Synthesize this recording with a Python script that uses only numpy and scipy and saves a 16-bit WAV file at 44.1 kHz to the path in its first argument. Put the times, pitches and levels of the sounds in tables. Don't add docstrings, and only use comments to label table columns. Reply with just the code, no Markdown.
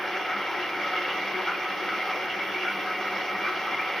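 import sys
import numpy as np
from scipy.fft import rfft, irfft
from scipy.io import wavfile
from scipy.ndimage import uniform_filter1d

SR = 44100
rng = np.random.default_rng(int(sys.argv[2]) if len(sys.argv) > 2 else 0)


def wav_out(sig):
    wavfile.write(sys.argv[1], SR, np.round(np.clip(np.atleast_2d(sig).T, -1, 1) * 32767).astype(np.int16))


N = 176400
TIME = np.arange(N) / SR
HZ = np.maximum(np.arange(N // 2 + 1) * SR / N, 1)


def from_db(db):
    return 10 ** (np.asarray(db) / 20)


def rms_one(x):
    return x / np.sqrt(np.mean(x ** 2) + 1e-20)


def over_hz(points):
    hz, value = np.transpose(points)
    return np.interp(np.log(HZ), np.log(hz), value)


def swing_db(rows):
    db = np.interp(TIME, *np.transpose(rows))
    return db - db.mean()


def drift(rate_hz):
    return rms_one(irfft(rfft(rng.standard_normal(N)) / (1 + (HZ / rate_hz) ** 2), N))


def noise():
    return rng.standard_normal((2, N))


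def colour(x, density):
    return irfft(rfft(x) * density * np.sqrt(SR / 2), N)


def treble_cut(cutoff_hz=6890):
    return 1 / (1 + (HZ / cutoff_hz) ** 80)


def swell(onset_s, attack_s, fade_s, hold_s=0.011):
    rise = np.clip(1 + (TIME - onset_s) / attack_s, 0, 1)
    return rise * np.exp(-np.maximum(TIME - onset_s - hold_s, 0) / fade_s)


def ringing(hz, width_hz, span_s, evenness):
    response = 1 / (1 + 1j * (HZ ** 2 - hz ** 2) / (HZ * width_hz * np.pi / 2)) ** 2
    ring = np.array([rms_one(x) for x in irfft(rfft(noise()) * response, N)])
    power = uniform_filter1d(ring ** 2, int(span_s * SR), axis=1)
    evened = ring / (np.abs(power) + 1e-6) ** (evenness / 2)
    return np.array([rms_one(x) for x in evened])


def hiss(from_hz=8370, flicker_db=0.7, flicker_hz=45):
    # (frequency [Hz], density [dB per Hz])
    spectrum = [(8400, -116), (8900, -105), (10000, -100), (12000, -102), (14300, -105), (14650, -102),
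                (14880, -85.5), (15080, -99), (15270, -98.5), (15450, -103), (15800, -103)]
    # (time [s], level [dB])
    contour = [(0.0, -66), (0.4, -67), (1.1, -65.5), (1.75, -66), (2.09, -64.5), (2.4, -67), (2.51, -64),
               (2.58, -66), (2.68, -64), (2.96, -65.5), (4.0, -65.5)]
    steady = colour(noise(), from_db(over_hz(spectrum)) * (HZ > from_hz))
    return steady * from_db(swing_db(contour) + flicker_db * drift(flicker_hz))


def motor_hum(waver_db=2.5, waver_hz=4):
    # (frequency [Hz], level [dB], phase lag of the right channel [rad])
    partials = [(98.5, -70, .45), (200, -60, .1), (300, -56, 1.15), (400.7, -52.5, 0.47)]
    out = 0
    for hz, db, lag in partials:
        phase = 2 * np.pi * hz * TIME + rng.uniform(0, 2 * np.pi)
        amplitude = np.sqrt(2) * from_db(db - waver_db * drift(waver_hz))
        out = out + amplitude * np.sin([phase, phase - lag])
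    return out


def cabinet_modes():
    # (frequency [Hz], bandwidth [Hz], level [dB])
    modes = [(116, 6.7, -68), (176.2, 4.4, -65), (323.3, 12, -55.5), (367, 8.5, -47.5),
             (569.5, 13.4, -49.5), (762.4, 11, -52), (1492, 21, -48.5), (1915, 11, -60), (2145, 25, -45.5),
             (2084, 22, -52), (2248, 7.5, -49), (2265, 6.7, -48.5), (2310, 9, -49.5), (2310, 9, -53.5),
             (2377, 18, -53.5), (2790, 9, -58), (2798, 12, -52), (2850, 8.9, -57.5), (5286, 73, -65)]
    return sum(from_db(db) * ringing(hz, width_hz, span_s=0.17, evenness=0.43)
               for hz, width_hz, db in modes)


def panel_throb(rest_db=-58):
    # (time [s], level [dB])
    pulses = [(.15, -50), (.355, -47), (1.16, -48), (1.25, -49.5), (1.35, -47), (1.73, -49.5), (1.85, -50),
              (1.96, -52.5), (2.27, -51), (2.37, -49), (2.53, -48), (2.73, -46.5), (2.98, -52), (3.15, -48),
              (3.35, -45), (3.46, -51), (3.73, -50.5)]
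    power = from_db(rest_db) ** 2
    power += sum((from_db(db) * swell(s, attack_s=0.06, fade_s=0.048)) ** 2 for s, db in pulses)
    return np.sqrt(power) * ringing(hz=197.5, width_hz=9, span_s=0.06, evenness=1)


def panel_ring():
    # (time [s], level [dB])
    contour = [(0, -47), (.3, -38.5), (.42, -49), (.88, -45.5), (.94, -37), (1.08, -48), (1.16, -38.5),
               (1.27, -48), (1.6, -43.5), (1.72, -44.5), (2.14, -39.5), (2.35, -47), (2.55, -55),
               (2.7, -41), (3.4, -41), (3.48, -45), (4, -40.5)]
    envelope = from_db(np.interp(TIME, *np.transpose(contour)))
    return envelope * ringing(hz=740, width_hz=10.4, span_s=0.066, evenness=0.8)


def tub_wall(rest_db=-43.5):
    # (time [s], level [dB], attack [s], decay [s])
    pushes = [(.32, -34, 0.093, .1), (.85, -35, 0.029, 0.061), (.94, -32, 0.056, 0.073),
              (1.495, -36.5, .025, 0.049), (1.675, -32, 0.021, 0.02), (1.935, -36, .13, .05),
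              (2.10, -35, 0.095, .03), (2.44, -43, 0.047, 0.045), (2.91, -36, 0.11, 0.024),
              (3.065, -37, .03, 0.044), (3.295, -37, 0.02, 0.096), (3.54, -36, 0.22, 0.045),
              (3.68, -36.5, .03, .025), (3.785, -35.5, .03, 0.085)]
    power = from_db(rest_db) ** 2
    power += sum((from_db(db) * swell(s, attack_s, fade_s)) ** 2 for s, db, attack_s, fade_s in pushes)
    return np.sqrt(power) * ringing(hz=1285, width_hz=16, span_s=0.035, evenness=0.73)


def gulps(attack_s=0.062, waver=0.02014, waver_hz=34.3):
    # (time [s], level [dB], pitch [Hz], glide [Hz/s], decay [s])
    pockets = [(.17, -41.5, 372, -200, 0.086), (.58, -40, 367, -3, .045), (1.0, -40.5, 361.4, -3, 0.082),
               (1.059, -40.5, 535, -600, 0.031), (1.38, -37.5, 372, 2, 0.041), (1.82, -40.5, 367, 1, 0.034),
               (2.17, -39.5, 478, 1900.5, .028), (2.20, -41.5, 368, 0, .08), (2.20, -43, 566, 4, .05),
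               (2.56, -40.5, 369, -1.5, .08), (3.001, -41, 367.5, 0.5, 0.045),
               (3.488, -40, 368.3, 1, 0.022)]
    out = 0
    for s, db, hz, glide, fade_s in pockets:
        pitch = hz + glide * np.clip(TIME - s, -attack_s, fade_s)
        pitch *= 1 + waver * drift(waver_hz)
        phase = 2 * np.pi * (np.cumsum(pitch) / SR + rng.random((2, 1)))
        out = out + np.sqrt(2) * from_db(db) * swell(s, attack_s, fade_s) * np.sin(phase)
    return out


def water_surges():
    # (time [s], level [dB], centre [Hz], bandwidth [Hz], attack [s], decay [s])
    sloshes = [(.32, -36, 1360, 150, 0.1, .05), (.495, -35, 984, 110, .02, .03),
               (.83, -41, 1300, 200, .03, 0.048), (.93, -41, 1240, 300, .03, 0.03),
               (1.09, -34, 1200, 200, 0.017, 0.07), (1.485, -27.5, 1390, 172, 0.014, 0.048),
               (1.90, -34.5, 1400, 190, 0.052, 0.088), (2.09, -36.5, 1190, 150, 0.054, 0.027),
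               (2.665, -30, 1460, 130, 0.024, 0.056), (2.885, -36.5, 1570, 90, 0.064, .035),
               (3.45, -35, 1190, 110, 0.021, 0.083), (3.465, -33, 1506, 90, .025, 0.034),
               (3.675, -32, 1255, 110, 0.024, 0.019)]
    splashes = [(.63, -35, 2790, 220, 0.014, 0.021), (.82, -36, 2250, 110, 0.013, 0.043),
                (.97, -37, 2860, 300, 0.018, 0.02), (.98, -32, 2145, 45, 0.055, 0.032),
                (1.095, -33, 2850, 300, 0.013, .03), (1.34, -32.5, 2200, 120, 0.009, .015),
                (1.54, -33, 2440, 60, .01, .015), (2.01, -32, 2080, 70, .01, 0.023),
                (2.125, -34, 2380, 130, .01, 0.02), (2.305, -34.5, 2850, 350, .015, .025),
                (2.41, -33.5, 2190, 60, 0.013, .025), (2.555, -31.5, 2310, 70, 0.022, 0.058),
                (2.61, -33.5, 2730, 130, .02, 0.02), (2.68, -31.5, 2300, 80, 0.018, 0.022),
                (3.16, -50, 5200, 450, .015, 0.041), (3.455, -31, 2320, 120, 0.075, 0.014),
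                (3.735, -30.5, 2153, 55, 0.014, 0.032), (3.795, -31, 2360, 130, .01, 0.017)]
    out = 0
    for s, db, hz, width_hz, attack_s, fade_s in sloshes + splashes:
        envelope = from_db(db) * swell(s, attack_s, fade_s)
        out = out + envelope * ringing(hz, width_hz, span_s=0.017, evenness=0.8)
    return irfft(rfft(out) * treble_cut(), N)


def room(x, t60_s=0.23, tail_db=0.5):
    tails = noise() * from_db(-60 * TIME / t60_s)
    tails /= np.sqrt(np.sum(tails ** 2, axis=1, keepdims=True))
    return irfft(rfft(x) * (1 + from_db(tail_db) * rfft(tails)), N)


def spatter(drops_per_s=1500, size_db=3.0):
    sizes = from_db(size_db * np.minimum(rng.exponential(1, N), 5))
    signs = rng.choice([-1, 1], N)
    lands = rng.random(N) < drops_per_s / SR
    return rms_one(room(sizes * signs * lands))


def water_rush(spatter_share=0.49, treble_hz=1850, treble_depth=0.57, flutter_db=1.17, flutter_hz=14):
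    # (frequency [Hz], density [dB per Hz])
    spectrum = [(25, -104), (60, -102), (90, -93.5), (115, -88.5), (135, -88.5), (155, -79), (225, -78.5),
                (280, -72.5), (335, -66.5), (430, -70), (520, -65), (620, -70.5), (700, -66.5),
                (790, -63.5), (1080, -67.5), (1400, -66), (1700, -68), (1950, -64.5), (2200, -63.5),
                (2400, -64.5), (2850, -68.5), (3020, -73), (3220, -70.5), (3750, -81), (4700, -82.5),
                (5300, -83), (6000, -88.5), (6500, -97), (6900, -102)]
    # (time [s], level [dB])
    treble = [(0.0, -36), (0.11, -30.5), (0.76, -32), (0.87, -28), (1.1, -30.5), (1.22, -29), (1.48, -29.5),
              (1.8, -32), (1.92, -28), (2.24, -31.5), (2.5, -31), (2.65, -30), (2.96, -31.5), (3.3, -29),
              (3.35, -34), (3.46, -29.5), (3.55, -29), (3.79, -32), (4.0, -29)]
    # (time [s], level [dB])
    middle = [(0, 1), (.2, -1), (.35, -0.5), (.6, -1.5), (.95, 0), (1.25, -3), (1.42, 1.5), (1.55, -3),
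              (1.75, 0), (1.95, -3.5), (2.2, -3), (2.55, -0.5), (2.7, -2.5), (2.9, -2.5), (3.0, -2.5),
              (3.5, -0.5), (3.61, -3.5), (3.72, -0.5), (4, -2.5)]
    flow = np.sqrt(1 - spatter_share) * noise() + np.sqrt(spatter_share) * spatter()
    density = from_db(over_hz(spectrum)) * treble_cut()
    band = np.floor(2 * np.log2(np.clip(HZ / treble_hz, 1 / 8, 3)))
    treble_db, middle_db = treble_depth * swing_db(treble), swing_db(middle)
    out = 0
    for k in np.unique(band):
        level_db = flutter_db * drift(flutter_hz) + treble_db * (k >= 0) + middle_db * (-2 <= k < 0)
        out = out + colour(flow, density * (band == k)) * from_db(level_db)
    return out


def spread(mid_side):
    # (frequency [Hz], side gain [dB])
    width = [(30, -19), (75, -6), (115, -15), (200, -28), (270, -28), (320, -6), (380, -12), (560, -15),
             (1000, -23.5), (1600, -19), (2200, -11), (3100, -10.5), (4200, -10), (6500, -3.5),
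             (10000, -8.5), (13500, -10.5), (14850, -1)]
    # (frequency [Hz], left minus right [dB])
    balance = [(60, -1.0), (130, 0.54), (290, 2.9), (640, -0.22), (1410, 1.3), (3100, -1.8), (6820, -1.0),
               (15000, 1.0)]
    mid, side = rfft(mid_side)
    side = side * from_db(over_hz(width))
    lean = from_db(over_hz(balance) / 2)
    return irfft(np.array([(mid + 1j * side) * lean, (mid - 1j * side) / lean]), N)


def scene():
    water = water_surges() + water_rush() + gulps()
    steel = tub_wall() + panel_ring() + panel_throb() + cabinet_modes()
    return spread(water + steel + hiss()) + motor_hum()


def record(dry, cutoff_hz=15800):
    # (frequency [Hz], half-width [Hz], depth [dB])
    nulls = [(1765, 21.5, 21), (2553, 70, 20), (4996, 67, 32)]
    loss_db = sum(depth * np.exp(-((HZ - hz) / width) ** 2) for hz, width, depth in nulls)
    low_pass = 1 / (1 + (HZ / cutoff_hz) ** 400)
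    return irfft(rfft(dry) * from_db(-loss_db) * low_pass, N)


dry = scene()
out = record(dry)
wav_out(out)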